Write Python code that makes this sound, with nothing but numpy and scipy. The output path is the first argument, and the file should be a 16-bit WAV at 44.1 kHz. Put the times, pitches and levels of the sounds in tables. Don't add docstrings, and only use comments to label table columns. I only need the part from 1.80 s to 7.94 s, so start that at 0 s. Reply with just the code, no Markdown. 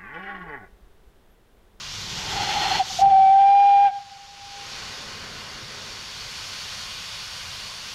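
import sys
import numpy as np
from scipy import signal
from scipy.fft import rfft, irfft, next_fast_len
from scipy.io import wavfile
from scipy.ndimage import uniform_filter1d, minimum_filter1d, map_coordinates

SR = 44100
rng = np.random.default_rng(int(sys.argv[2]) if len(sys.argv) > 2 else 0)


def transcribe(signal):
    frames = np.atleast_2d(signal).T
    limited = np.clip(frames, -1, 1)
    pcm = np.round(limited * 32767).astype(np.int16)
    wavfile.write(sys.argv[1], SR, pcm)


N = 270806

# (time [s], relative level [dB])
VALVE_FLOW = [(2.95, -37.5), (3.4, -39.5), (3.64, -40), (3.8, -40.5), (4.81, -35.5), (5.41, -37.5),
              (5.82, -37), (5.98, -38.5), (6.1, -37.5)]
# (frequency [Hz], relative density [dB])
JET_HISS = [(200, -24), (600, -10.5), (1000, -5.5), (1600, -5.5), (2600, -2), (3500, 0.5), (3950, -1.5),
            (4500, 1.5), (5200, -2.5), (6300, -5), (7100, -8.5), (8000, -19.5), (10000, -37)]
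JET_FIZZ = [(6000, -25.5), (8000, 0.5), (9200, 1.5), (10500, -2), (12400, -3.5), (13800, -15),
            (15600, -16.5)]
PLUME_ROAR = [(60, -9.5), (160, 2.5), (235, 0.5), (310, -4.5), (420, 0.5), (530, 0.5), (700, -5),
              (1100, -4.5), (2000, -1), (4000, -24.5)]
PLUME_RUMBLE = [(12, -18.5), (25, -4), (45, 2), (65, -4), (105, -1), (150, -4), (195, -7), (250, -21),
                (600, -21.5)]
# (frequency [Hz], bandwidth [Hz], gain [dB])
NOZZLE_MODES = [(1059, 31, 1), (1278, 23, -9.5), (1460, 43, -4), (2110, 43, -11), (2470, 67, -6.5),
                (2810, 53, -11), (4590, 100, -9.5), (5530, 98, -9.5)]
# (time [s], level change [dB])
SHUT_SAGS = [(1.029, -1.5), (2.105, -5)]
# (delay [s], gain [dB])
PLATE_ECHOES = [(.00136, -25), (.0053, -26), (.0078, -28), (.0092, -19), (0.0096, -22.5), (0.0121, -25.5)]
# (start [s], rise [s], shut [s], jet [dB], spray [dB], puff [dB])
VALVE_PULLS = [(-.08, .665, .993, -30.5, -35, -38), (1.02, .12, 1.208, -48, -34, -46),
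               (1.19, .05, 2.08, -33.5, -50, -27.5)]
# (frequency [Hz], relative density [dB])
WHISTLE_JET = [(120, -31.5), (350, 1.5), (520, -9.5), (850, 9), (1150, -5), (1350, 1), (1650, -2.5),
               (1930, 2.5), (2280, -0.5), (3100, 2.5), (3450, 4.5), (3750, -6.5), (3920, -19), (4200, -5.5),
               (4900, -13.5), (9000, -31), (15600, -38.5)]
CONDENSATE_SPRAY = [(500, -25), (2000, -21.5), (3400, -1.5), (4500, -3.5), (6200, -3.5), (7400, -11.5),
                    (9000, -24), (12400, -23), (15600, -46)]
CLOUD_BILLOW = [(12, -18.5), (35, -0.5), (65, -3), (110, -3), (180, 3.5), (250, -14.5), (360, -8.5),
                (600, -16.5)]
# (time [s], half length [s], choke [dB])
WATER_SLUGS = [(0.955, 0.01, -12), (1.257, .004, -5.5), (1.299, 0.018, -7.5)]
# (start [s], length [s], level [dB], bend [Hz])
LOCKED_TONES = [(.84, .022, -26, 25), (.904, .012, -21, 20), (.985, .023, -17.5, 0),
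                (1.183, .009, -18, -30), (1.201, .861, 0, 0)]
# (time [s], frequency [Hz])
BELL_PITCH = [(1.27, 787), (1.3, 797), (1.335, 774), (1.42, 768), (1.6, 788), (1.79, 802), (2.05, 803)]
# (harmonic number, relative level [dB])
UPPER_HARMONICS = [(3, -24), (5, -40.5), (6, -42), (7, -53)]
# (harmonic number, relative upward level [dB], sideways level [dB])
EVEN_HARMONICS = [(2, -37.5, -22.5), (4, -49, -25)]
# (time [s], upper harmonics [dB], upward even harmonics [dB])
HARMONIC_GAINS = [(1.28, -51, -53.5), (1.474, -44, -56), (1.496, -42, -60), (1.542, -56.5, -50),
                  (1.672, -41.5, -46.5), (1.778, -39.5, -61), (1.902, -41.5, -51.5), (2.018, -41.5, -55),
                  (2.06, -41.5, -40)]
# (delay [s], gain [dB])
STATION_ECHOES = [(.065, -29.5), (.103, -18.5), (.28, -33.5), (.76, -47.5)]
# (frequency [Hz], time to decay by 60 dB [s])
SLOPE_DECAY = [(200, 0.72), (800, 2.18), (2500, 0.84), (9000, 1)]

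t = np.arange(N) / SR


def amp(db):
    return 10 ** (np.asarray(db) / 20)


def unit(x):
    return x / np.sqrt(np.mean(np.abs(x) ** 2) + 1e-20)


def along(points, hz):
    freqs, values = np.transpose(points)
    return np.interp(np.log(hz + 1), np.log(freqs + 1), values)


def curves(rows):
    times, *columns = np.transpose(rows)
    return [np.interp(t, times, column) for column in columns]


def bump(centre_s, half_s):
    return np.exp(-((t - centre_s) / half_s) ** 2)


def step(centre_s, width_s):
    return .5 + .5 * np.tanh((t - centre_s) / width_s)


def envelope(start, attack_s, end, release_s, order=1):
    attack = np.clip((t - start) / attack_s, 0, 1) ** order
    return attack * np.exp(-(np.maximum(t - end, 0) / release_s) ** order)


def wobble(rate):
    return map_coordinates(rng.standard_normal(int(N * rate / SR) + 4), [t * rate])


def filtered(x, response):
    size = next_fast_len(N + SR // 2)
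    return irfft(rfft(x, size) * response(np.fft.rfftfreq(size, 1 / SR)), size)[:N]


def echoes(x, paths):
    return sum(amp(db) * np.pad(x, (int(delay_s * SR), 0))[:N] for delay_s, db in paths)


def rush(spectrum, patchy_db):
    cells = signal.stft(rng.standard_normal(N), nperseg=512)[2]
    eddies = uniform_filter1d(rng.standard_normal(cells.shape), size=7, axis=0)
    eddies = unit(uniform_filter1d(eddies, size=14, axis=1))
    noise = signal.istft(cells * amp(patchy_db * eddies), nperseg=512)[1][:N]
    cutoff_hz = 2 * spectrum[-1][0]
    return unit(filtered(noise, lambda hz: amp(along(spectrum, hz)) / (1 + (hz / cutoff_hz) ** 4)))


def narrow(hz, width_hz):
    return unit(filtered(rng.standard_normal(N), lambda f: 1 / (1 + ((f - hz) / width_hz) ** 2)))


def nozzle_response(f):
    return 1 + sum(amp(db) * 1j * f * width / (hz * hz - f * f + 1j * f * width)
                   for hz, width, db in NOZZLE_MODES)


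def safety_valve(swell_db=13.5, fizz_db_per_s=1.35, rebound_db=0.5, rebound_s=0.26):
    roar = amp(-16 + swell_db * bump(centre_s=3.57, half_s=0.82)) * rush(PLUME_ROAR, patchy_db=1.0)
    fizz = amp(-23 + fizz_db_per_s * t) * rush(JET_FIZZ, patchy_db=0.8)
    hiss = amp(0.5) * rush(JET_HISS, patchy_db=0.6)
    singing = amp(-23 + t) * narrow(hz=4352, width_hz=28)
    jet = filtered(hiss + singing + roar + fizz, nozzle_response)
    sag_db = sum(db * bump(time_s, half_s=0.019) for time_s, db in SHUT_SAGS)
    since_shut = np.maximum(t - SHUT_SAGS[-1][0], 0) / rebound_s
    surge_db = rebound_db * since_shut * np.exp(1 - since_shut)
    flutter_db = 0.21 * wobble(5.4) + 0.12 * wobble(60)
    flow = amp(-0.5 + curves(VALVE_FLOW)[0] + sag_db + surge_db + flutter_db)
    rumble = amp(-50.5 + 0.54 * wobble(7.4)) * rush(PLUME_RUMBLE, patchy_db=-0.85)
    return flow * jet + rumble


def steel_plates(x, scatter_db=-15, t60_s=0.08):
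    lag = t[:SR // 20]
    scatter = rng.standard_normal(len(lag)) * amp(-60 * lag / t60_s)
    scattered = signal.fftconvolve(x, scatter / np.linalg.norm(scatter))[:N]
    return x + amp(scatter_db) * scattered + echoes(x, PLATE_ECHOES)


def whistle_valve(creep_db_per_s=6, puff_decay_s=0.19, billow_power=1.5):
    jet, spray, billow, stir = np.zeros((4, N))
    for start, rise_s, shut, jet_db, spray_db, puff_db in VALVE_PULLS:
        opening = np.clip((t - start) / rise_s, 0, 1)
        flow = envelope(start, 1 / SR, shut, release_s=.016)
        strength = flow * amp(jet_db + creep_db_per_s * (t - start - rise_s))
        crest = start + 0.92 * rise_s
        puff = envelope(start, crest - start, crest, puff_decay_s * billow_power) ** billow_power
        jet += strength * opening ** 2.65
        spray += flow * amp(spray_db) * opening ** 0.6
        billow += flow * amp(puff_db) * puff + amp(-15.5) * strength * opening ** billow_power
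        stir += strength * opening ** 19.84
    return jet, spray, billow, stir


def wetness():
    return 1 - step(centre_s=1.5, width_s=.02)


def whistle_steam(spit_db=2):
    jet, spray, billow, _ = whistle_valve()
    slugs = sum(bump(time_s, half_s) for time_s, half_s, _ in WATER_SLUGS)
    sputter = amp(1.1 * wobble(35) + spit_db * slugs)
    squeak = slugs * spray / spray.max() * narrow(hz=1870, width_hz=90)
    shriek = amp(-4) * (jet / jet.max()) ** 2 * wetness() * narrow(hz=4260, width_hz=120)
    hiss = amp(0.52) * jet * (rush(WHISTLE_JET, patchy_db=0.45) + shriek + squeak)
    droplets = amp(0.3) * spray * rush(CONDENSATE_SPRAY, patchy_db=0.5)
    cloud = amp(-0.4) * billow * rush(CLOUD_BILLOW, patchy_db=1.2)
    return sputter * (hiss + droplets) + cloud


def bell_ringing(phase, width_hz=46):
    return narrow(0, width_hz) * np.sin(phase) + narrow(0, width_hz) * np.cos(phase)


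def bell_oscillation(sag_hz=62):
    strength, bend_hz = np.zeros((2, N))
    for start, length, db, offset_hz in LOCKED_TONES:
        peak = amp(db)
        attack_s = .007 * (1 + 5 * peak)
        release_s = .011 * (1 + 1.5 * peak)
        strength += peak * envelope(start, attack_s, start + length, release_s, order=2)
        dying = step(start + length + peak * release_s, width_s=.014)
        bend_hz = np.where(t > start, offset_hz - sag_hz * dying, bend_hz)
    choke_db = sum(db * bump(time_s, half_s) for time_s, half_s, db in WATER_SLUGS)
    return strength * amp(choke_db), curves(BELL_PITCH)[0] + bend_hz


def whistle_note(stir_hz=808, slack_hz=60):
    strength, pitch = bell_oscillation()
    stir, wet = whistle_valve()[3], wetness()
    jitter_hz = (1.94 + 4 * wet) * wobble(120)
    phase = 2 * np.pi * np.cumsum(pitch + jitter_hz) / SR
    loose_hz = stir_hz - slack_hz * np.exp(-stir / (.2 * stir.max()))
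    hoarse = amp(-0.5) * stir * wet * bell_ringing(2 * np.pi * np.cumsum(loose_hz) / SR)
    rough = (amp(-2) * stir * (1 - wet) + amp(-21) * strength * wet) * bell_ringing(phase)
    partial = lambda k, db: amp(db + 0.86 * wobble(25)) * np.sin(k * phase)
    locked = np.sqrt(2) * strength
    upper_db, even_db = curves(HARMONIC_GAINS)
    overtones = amp(38.5 + upper_db) * sum(partial(k, db) for k, db in UPPER_HARMONICS)
    note = locked * (np.sin(phase) + overtones) + hoarse + rough
    upward = note + locked * amp(50 + even_db) * sum(partial(k, db) for k, db, _ in EVEN_HARMONICS)
    sideways = note + locked * sum(partial(k, db) for k, _, db in EVEN_HARMONICS)
    return upward, sideways


def station(x, wash_db=-30, dull_hz=2400):
    hz, lag, cells = signal.stft(rng.standard_normal(2 * SR), SR, nperseg=256)
    decay = amp(-60 * lag / along(SLOPE_DECAY, hz)[:, None])
    tail = signal.istft(cells * decay, SR, nperseg=256)[1]
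    wash = signal.fftconvolve(x, tail / np.linalg.norm(tail))[:N]
    dull = filtered(x, lambda f: 1 / np.sqrt(1 + (f / dull_hz) ** 4))
    return amp(wash_db) * wash + echoes(dull, STATION_ECHOES)


def gain_control(x, ceiling_db=-12, slack_db=2, hold_s=0.47, release_db_per_s=23, settle_s=0.58):
    level_db = 10 * np.log10(np.abs(uniform_filter1d(x * x, size=220)) + 1e-12)
    limit_db = np.minimum(ceiling_db - level_db, 0)
    hold = int(hold_s * SR) // 2 * 2 + 1
    held_db = minimum_filter1d(np.minimum(limit_db + slack_db, 0), hold, origin=hold // 2, mode="nearest")
    climb_db = release_db_per_s * t
    slow_db = np.minimum.accumulate(held_db - climb_db) + climb_db
    pace = 1 / (settle_s * SR)
    overload_db = signal.lfilter([pace], [1, pace - 1], limit_db)
    return x * amp(np.minimum(slow_db, limit_db) + 0.17 * overload_db)


def scene():
    upward, sideways = whistle_note()
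    steam = whistle_steam()
    return (upward + station(sideways + steam) + steel_plates(steam + safety_valve()))[None]


def record(dry):
    return filtered(gain_control(dry[0]), lambda hz: hz < 15700)[None]


dry = scene()
out = record(dry)
transcribe(out)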